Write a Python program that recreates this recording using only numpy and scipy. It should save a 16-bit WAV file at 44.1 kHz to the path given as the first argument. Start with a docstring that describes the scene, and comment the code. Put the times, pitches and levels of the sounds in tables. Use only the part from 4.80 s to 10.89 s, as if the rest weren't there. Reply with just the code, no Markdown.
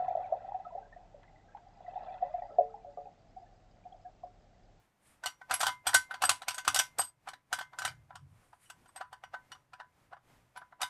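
"""A quiet workshop, one microphone close to an open motorcycle engine case.
Steel gears and shift parts are turned and shifted by hand: teeth and dogs knock and chatter, the cast
case rings under them, and small parts chirp high above as steel slips over steel. Hands brush and bump
the work, faint room air lies below, and the recorder's noise gate shortens the treble tails."""
import sys
import numpy as np
from scipy.fft import rfft, irfft, next_fast_len
from scipy.io import wavfile
from scipy.ndimage import uniform_filter1d, map_coordinates

SR = 44100
rng = np.random.default_rng(int(sys.argv[2]) if len(sys.argv) > 2 else 0)


def waveform_to_disk(signal):
    """Save audio, clipped to [-1, 1], as 16-bit WAV at the path in sys.argv[1]."""
    frames = np.transpose(np.atleast_2d(signal))
    scaled = np.clip(frames, -1, 1) * 32767
    samples = np.round(scaled).astype(np.int16)
    wavfile.write(sys.argv[1], SR, samples)


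N = 268569

# Tooth and dog contacts. Each row: start in seconds, knock level in dB, hardness as dB of treble,
# shaft ring in dB, seconds to the rebound (0 if it stays seated).
CONTACTS = [ (.436, -26, -7.5, 9.5, 0.003), (.458, -18.5, 1, -5, 0.0064), (.613, -35.5, -20.5, 9.5, 0),
            (0.696, -27.5, -16.5, -0.5, 0.00055), (.709, -14, -4, 0.5, 0.02),
            (0.739, -19.5, 2.5, 4.5, 0.00079), (.803, -20.5, 0, -15, 0.00058),
            (.81, -20, 7, -18.5, 0.00286), (.829, -15.5, -1.5, 5.5, 0.028), (.866, -16, 3, 6.5, 0.012),
            (.882, -16, -17, 2.5, 0.00152), (1.067, -12, 1, -.5, .022), (1.132, -22.5, -12, 7, 0.00002),
            (1.1415, -19.5, 13.5, -25.5, 0.01644), (1.1457, -10.5, 4.5, 14, 0.00054),
            (1.309, -22, -22.5, 8, 0.0013), (1.34, -23.5, -12.5, -4, 0.00076), (1.419, -17, 3, 2, 0.0069),
            (1.437, -12, -6, -12, 0.01264), (1.492, -12.5, 5, 2.5, 0.0195),
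            (1.618, -27.5, -9.5, -15, 0.0119), (1.681, -17.5, 3.5, 1.5, 0.0254),
            (1.743, -34.5, 7.5, 9, 0.00066), (1.78, -20.5, -1.5, 4, 0), (1.848, -32.5, 1, 9.5, 0),
            (1.877, -10, 0, 0, 0.00085), (1.944, -19.5, 11.5, -13.5, 0.00018),
            (1.959, -14.5, 4.5, 8, 0.01024), (1.989, -19.5, 14, -9.5, 0.0014),
            (1.997, -17, 0.5, 9.5, 0.00034), (2.184, -29.5, 13, -9, 0.00065),
            (2.192, -14.5, -22, -11, 0.00053), (2.213, -24.5, 3.5, -10.5, 0.00105),
            (2.472, -26, -20.5, -4, 0), (2.485, -26.5, -4.5, -3.5, 0.04786),
            (2.7275, -16.5, -0.5, 4.5, 0.00068), (2.787, -25, -3.5, 9.5, 0.00106),
            (2.81, -23.5, -13.5, 6, 0.00152), (2.931, -33, -25.5, 2.5, 0.0004),
            (2.986, -25.5, 2, 10, 0.02066), (3.019, -25, -6.5, 8, 0.0201), (3.049, -16.5, 0, 1, 0.0272),
            (3.305, -32, -41, -12, .021), (3.354, -33, -6, -7.5, 0), (3.729, -40, -24, -6.5, 0.00148),
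            (3.899, -35, 0.5, 1, 0), (4.057, -42.5, -10.5, -0.5, .033), (4.16, -31, -9.5, -9, 0.000072),
            (4.174, -35, -15, 9, 0.00162), (4.209, -20.5, -25, -6.5, 0.00094), (4.327, -29.5, -12, -1, 0),
            (4.436, -30, -18, -2.5, 0.00053), (4.535, -39, -28, 5, 0), (4.54, -20.5, -30.5, 4, 0.00022),
            (4.717, -29.5, -10, -5, 0.0318), (4.933, -32, -15.5, -14.5, 0.00062),
            (4.999, -28, -24.5, -1.5, 0.0076), (5.318, -34.5, -37, -5.5, 0.0033),
            (5.329, -30, -26, -9, 0.03742), (5.7599, -31.5, -19, 0, 0.00081),
            (5.77, -28.5, -16, -4, 0.00464), (5.816, -30, -37.5, -7.5, 0),
            (5.923, -37, -37.5, -7.5, 0.0018), (6.005, -25, -22.5, -2.5, 0), (6.015, -19.5, 2.5, -7, 0.002),
            (6.03, -18, -4, 4.5, 0)]
FORCEFUL_DB = -19.5  # knock level above which the teeth chatter and the case rocks


def amp(db):
    """Decibels to gain."""
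    return 10 ** (np.asarray(db) / 20)


def along(points, hz):
    """Read (Hz, value) points on a log frequency axis."""
    point_hz, values = np.transpose(points)
    return np.interp(np.log(hz + 1), np.log(point_hz + 1), values)


def filtered(x, response):
    """Apply a gain that depends on frequency."""
    size = x.shape[-1]
    padded = next_fast_len(size + 2048)
    gain = response(np.fft.rfftfreq(padded, 1 / SR))
    return irfft(rfft(x, padded) * gain, padded)[..., :size]


def noise(spectrum, size):
    """Noise of rms 1, coloured by (Hz, dB) points."""
    coloured = filtered(rng.standard_normal(size), lambda hz: amp(along(spectrum, hz)))
    return coloured / np.sqrt(np.mean(coloured ** 2) + 1e-20)


def wobble(size, step):
    """A smooth random curve with a knot every step points."""
    knots = rng.standard_normal(int(size / step) + 4)
    return map_coordinates(knots, [np.arange(size) / step])


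def fade(t, t60):
    """Free decay: 60 dB down after t60 seconds."""
    return np.exp(-np.log(1000) * t / t60)


def swell(t, rise_s):
    """Smooth build-up from 0 to 1."""
    return 1 - np.exp(-(t / rise_s) ** 2)


def add(track, start_s, sound):
    """Mix a sound into the track."""
    start = max(round(start_s * SR), 0)
    part = track[start:start + len(sound)]
    part += sound[:len(part)]


def workshop(air_db=-72, drift_db=3.5):
    """The low rush of the room's air, drifting a little."""
    # Room tone. Each row: frequency in Hz, spectral level in dB.
    air = [(25, -7.5), (50, -2.5), (75, -7.5), (125, -2), (190, -7.5), (300, -8.5), (400, -13), (750, -10),
           (1500, -14.5), (2300, -16.5), (4000, -22), (9000, -23.5), (14000, -27.5)]
    drift = wobble(N, SR // 8)
    return amp(air_db + drift_db * drift) * noise(air, N)


def handling(regrip_db=-1, resting_db=-78, lumpy_db=4):
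    """The case rumbles faintly and unevenly under the hands, and more while the grip changes."""
    # The hand shifts its grip. Each row: time in seconds, rumble level in dB.
    grip_levels = [(3.0, -71), (3.1, -58), (3.136, -66), (3.212, -61), (3.272, -74), (3.32, -65),
                   (3.47, -55.5), (3.494, -64), (3.534, -59), (3.562, -71), (3.62, -75)]
    # The case's rumble. Each row: frequency in Hz, spectral level in dB.
    rumble = [(25, -25.5), (50, -10), (90, -3), (128, 1), (155, -4), (200, -21), (400, -36), (1000, -80.5)]
    t = np.arange(N) / SR
    times, db = np.transpose(grip_levels)
    regrip = amp(regrip_db + np.interp(t, times, db, left=-120, right=-120))
    lumps = wobble(N, SR // 14)
    resting = amp(resting_db + lumpy_db * lumps) * swell(t, rise_s=0.8)
    return (regrip + resting) * noise(rumble, N)


def fingers(uneven_db=2):
    """Skin brushes over metal with a fine hiss; each stroke swells and fades."""
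    # Finger strokes. Each row: middle in seconds, level in dB, half length in seconds.
    strokes = [(0.288, -67, 0.0637), (3.699, -75, 0.2058), (3.863, -67, 0.0502), (4.149, -78.5, .18)]
    # Hiss of skin on metal. Each row: frequency in Hz, spectral level in dB.
    hiss = [(500, -8), (2000, 2.5), (6000, -7), (9000, 7), (12000, -2), (14500, -21)]
    t = np.arange(N) / SR
    envelope = sum(amp(db) * np.exp(-((t - middle) / half) ** 2) for middle, db, half in strokes)
    grip = wobble(N, SR // 40)
    return envelope * amp(uneven_db * grip) * noise(hiss, N)


def tooth_scrapes(scrape_db=-28):
    """Before it drops home, a tooth scrapes dully along its neighbour's flank."""
    # The scrape's colour. Each row: frequency in Hz, spectral level in dB.
    flank = [(200, -24), (450, -14.5), (700, 3.5), (1500, -10.5), (2500, -12.5), (14000, -39.5)]
    track, t = np.zeros(N), np.arange(SR // 30) / SR
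    build_up = fade(t[::-1], t60=0.05)
    for start, db, *_ in CONTACTS:
        add(track, start - t[-1], amp(db + scrape_db) * noise(flank, len(t)) * build_up)
    return track


def blows(chatter_db=-15.5, rebound_db=-6.5, duller_db=-7, glancing_db=-9.5):
    """Yield each contact, and any glancing chatter or rebound, as (s, knock dB, hardness dB, ring dB)."""
    for start, db, hard_db, ring_db, rebound_s in CONTACTS:
        settle_s = 0.012 * rng.uniform(0.6, 1.5)
        yield start, db, hard_db, ring_db
        if db > FORCEFUL_DB:  # the teeth chatter once more before they settle
            yield start + settle_s, db + chatter_db, hard_db, ring_db + glancing_db
        if rebound_s > 0:  # back across the backlash, weaker and softer
            yield start + rebound_s, db + rebound_db, hard_db + duller_db, ring_db + glancing_db


def ring(modes, t, scatter_db=0.5, colour=np.zeros_like):
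    """Decaying modes; each blow lands elsewhere and shares its energy out anew."""
    hz, db, t60 = np.transpose(modes)
    gain = amp(db + colour(hz) + scatter_db * rng.standard_normal(len(hz)))
    phase = rng.uniform(0, 2 * np.pi, (len(hz), 1))
    return gain @ (np.sin(2 * np.pi * hz[:, None] * t + phase) * fade(t, t60[:, None]))


def gear_knocks(gears_db=-11, shaft_db=-12, bounce_db=2, spot_db=4):
    """Each blow cracks, shakes the crowded modes of the gear cluster and leaves shaft and case ringing."""
    # The colour of a contact. Each row: frequency in Hz, spectral level in dB.
    clack = [(60, -45), (200, -28), (400, -35.5), (560, -18), (740, -1.5), (1050, -1), (1400, 1.5),
             (1900, -4.5), (2300, -6), (3000, -4), (5000, -7), (8000, -10.5), (11000, -13), (14000, -23)]
    # The gears and the cast case around them. Each row: frequency in Hz, level in dB, t60 in seconds.
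    gear_modes = [(742.6, -8, 0.051), (765.3, -5, 0.047), (994.5, -12.5, 0.2082), (1180, -16, 0.027),
                  (1347, -9.5, 0.022), (2967.7, -12, .11), (3290, -18.5, .12), (3378, -18.5, .11),
                  (3680.5, -13.5, 0.085), (4212, -15, 0.064), (4690, -14, 0.11), (4936, -18, 0.13),
                  (5739, -19, 0.17), (6456, -23, .12), (7636, -13.5, 0.08), (8313, -11.5, 0.11)]
    # The hollow main shaft, rung by square blows. Each row: frequency in Hz, level in dB, t60 in seconds.
    shaft_modes = [(1413, -10.5, 0.06), (1525.2, -7.5, 0.145), (1878.7, -24.5, 0.12), (1905, -27.5, 0.13),
                   (2092, -34, 0.46), (2096, -27, 0.22)]
    track, t = np.zeros(N), np.arange(SR // 4) / SR
    crack = amp(-8) * fade(t, t60=0.0047)
    body = amp(-10.5) * fade(t, t60=0.056)
    room = amp(-24) * fade(t, t60=0.1859)
    envelope = np.sqrt(crack ** 2 + body ** 2 + room ** 2)
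    for start, db, hard_db, ring_db in blows():
        # a hard, dry contact reaches far into the treble; an oily one only knocks
        mid_db = -1 + 0.55 * hard_db
        tilt = [(950, 0.0056), (1700, 0.091 * mid_db), (2900, mid_db), (4000, mid_db), (9000, hard_db)]
        hardness = lambda hz: along(tilt, hz)
        # each spot on a gear favours other resonances, and the teeth bounce within their backlash
        spot = lambda hz: spot_db * wobble(len(hz), 100)
        bounces = amp(bounce_db * wobble(len(t), 70))
        cluster = filtered(noise(clack, len(t)), lambda hz: amp(hardness(hz) + spot(hz)))
        clatter = cluster * envelope * bounces
        gears = amp(gears_db) * ring(gear_modes, t, colour=hardness)
        shaft = amp(shaft_db + ring_db) * ring(shaft_modes, t)
        add(track, start, amp(db) * swell(t, rise_s=0.001518) * (clatter + gears + shaft))
    return track


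def chirps(slips, modes, release_s=0.012, tail_db=-12, waver_rad=0.58):
    """Slipping steel drives a small part at its own pitches; after the slip only a weak ring is left."""
    track, t = np.zeros(N), np.arange(SR // 4) / SR
    tail = amp(tail_db)
    for start, db, slip_s in slips:
        since_slip = np.maximum(t - slip_s, 0)
        drive = swell(t, rise_s=0.00069) * (tail + (1 - tail) * np.exp(-since_slip / release_s))
        detune = 1 + 0.004 * rng.standard_normal()  # pitch shifts with the pressure on the part
        for hz, mode_db, t60 in modes:
            phase = 2 * np.pi * hz * detune * t + waver_rad * wobble(len(t), 130)
            add(track, start, amp(db + mode_db) * drive * fade(since_slip, t60) * np.sin(phase))
    return track


def idler_gear():
    """The small idler gear sings as it slides on its splines."""
    # The idler's slides. Each row: start in seconds, level in dB, length in seconds.
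    slips = [(.466, -34.5, 0.0049), (3.858, -63.5, 0.01005), (4.438, -54, 0.00772), (4.719, -49, 0.0133)]
    # The idler's modes. Each row: frequency in Hz, level in dB, t60 in seconds.
    modes = [(2968.6, 0.5, 0.148), (5774, -7.5, 0.29)]
    return chirps(slips, modes)


def case_thumps(growth=1.608):
    """A forceful blow rocks the heavy case briefly on its support."""
    # Rocking modes. Each row: frequency in Hz, level in dB at a just forceful blow, t60 in seconds.
    rocking = [(91, -61, 0.2), (128, -68, .2), (284.7, -66, 0.2)]
    track, t = np.zeros(N), np.arange(SR // 3) / SR
    onset = swell(t, rise_s=0.0032)
    for start, db, *_ in CONTACTS:
        if db > FORCEFUL_DB:
            push_db = growth * (db - FORCEFUL_DB)
            for hz, mode_db, t60 in rocking:
                phase = 2 * np.pi * hz * t + wobble(len(t), SR // 40)
                add(track, start, amp(push_db + mode_db) * onset * fade(t, t60) * np.sin(phase))
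    return track


def thrust_washer():
    """A loose thrust washer slips and chirps on one very high note."""
    # The washer's slips. Each row: start in seconds, level in dB, length in seconds.
    slips = [(.739, -23, 0.0035), (1.150, -37, .03), (1.311, -55, 0.009), (1.495, -39.5, 0.022),
             (5.772, -52.5, 0.00808)]
    # The washer's mode. One row: frequency in Hz, level in dB, t60 in seconds.
    modes = [(11105, -2, .13)]
    return chirps(slips, modes)


def shift_fork():
    """The shift fork chirps as steel slips over it."""
    # Slips over the fork. Each row: start in seconds, level in dB, length in seconds.
    slips = [(.755, -39, 0.0077), (.795, -36, 0.0037), (1.072, -22.5, 0.0031), (1.1455, -20, 0.00177),
             (1.451, -23, 0.0065), (1.743, -38.5, 0.0041), (1.987, -27.5, 0.00867), (2.186, -31, 0.007408),
             (2.195, -22, .011), (2.229, -39, 0.024), (2.265, -49.5, 0.0261), (2.729, -36.5, 0.005832),
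             (4.08, -60, 0.01543), (4.160, -45.5, 0.0139)]
    # The fork's modes. Each row: frequency in Hz, level in dB, t60 in seconds.
    modes = [(4873, -16.5, 0.15), (6880, -25.5, .1), (8272, -1, 0.12), (11570, -16, .13)]
    return chirps(slips, modes)


def dog_stops():
    """A dog bottoms in its slot and gives one short push of air, with hardly any ring."""
    # Dead stops. Each row: middle in seconds, level in dB, pitch in Hz.
    stops = [(1.1465, -20, 900), (1.4373, -15, 1050), (2.186, -38, 520), (2.194, -39.5, 550)]
    track, t = np.zeros(N), np.arange(-SR // 100, SR // 100) / SR
    for middle, db, hz in stops:
        cycles = hz * t
        push = np.sin(2 * np.pi * cycles) * np.exp(-2 * cycles ** 2)
        add(track, middle + t[0], amp(db) * push)
    return track


def scene():
    """Gears, hands and room at one close microphone."""
    knocks = gear_knocks() + tooth_scrapes() + dog_stops() + case_thumps()
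    slips = shift_fork() + thrust_washer() + idler_gear()
    return (knocks + slips + fingers() + handling() + workshop())[None]


def noise_gate(x, threshold_db=-63, depth_db=-4.5, split_hz=2400):
    """The treble is turned down whenever it sinks under the threshold."""
    treble = filtered(x, lambda hz: 1 - 1 / (1 + (hz / split_hz) ** 4))
    power = np.abs(uniform_filter1d(treble ** 2, size=SR // 100))
    shut = 1 / (1 + (power / amp(threshold_db) ** 2) ** 2)
    return x - treble * shut * (1 - amp(depth_db))


def record(dry):
    """The recorder's noise gate, then its steep band limit."""
    top_hz = 14250
    return filtered(noise_gate(dry), lambda hz: 1 / np.sqrt(1 + (hz / top_hz) ** 200))


dry = scene()
out = record(dry)
waveform_to_disk(out)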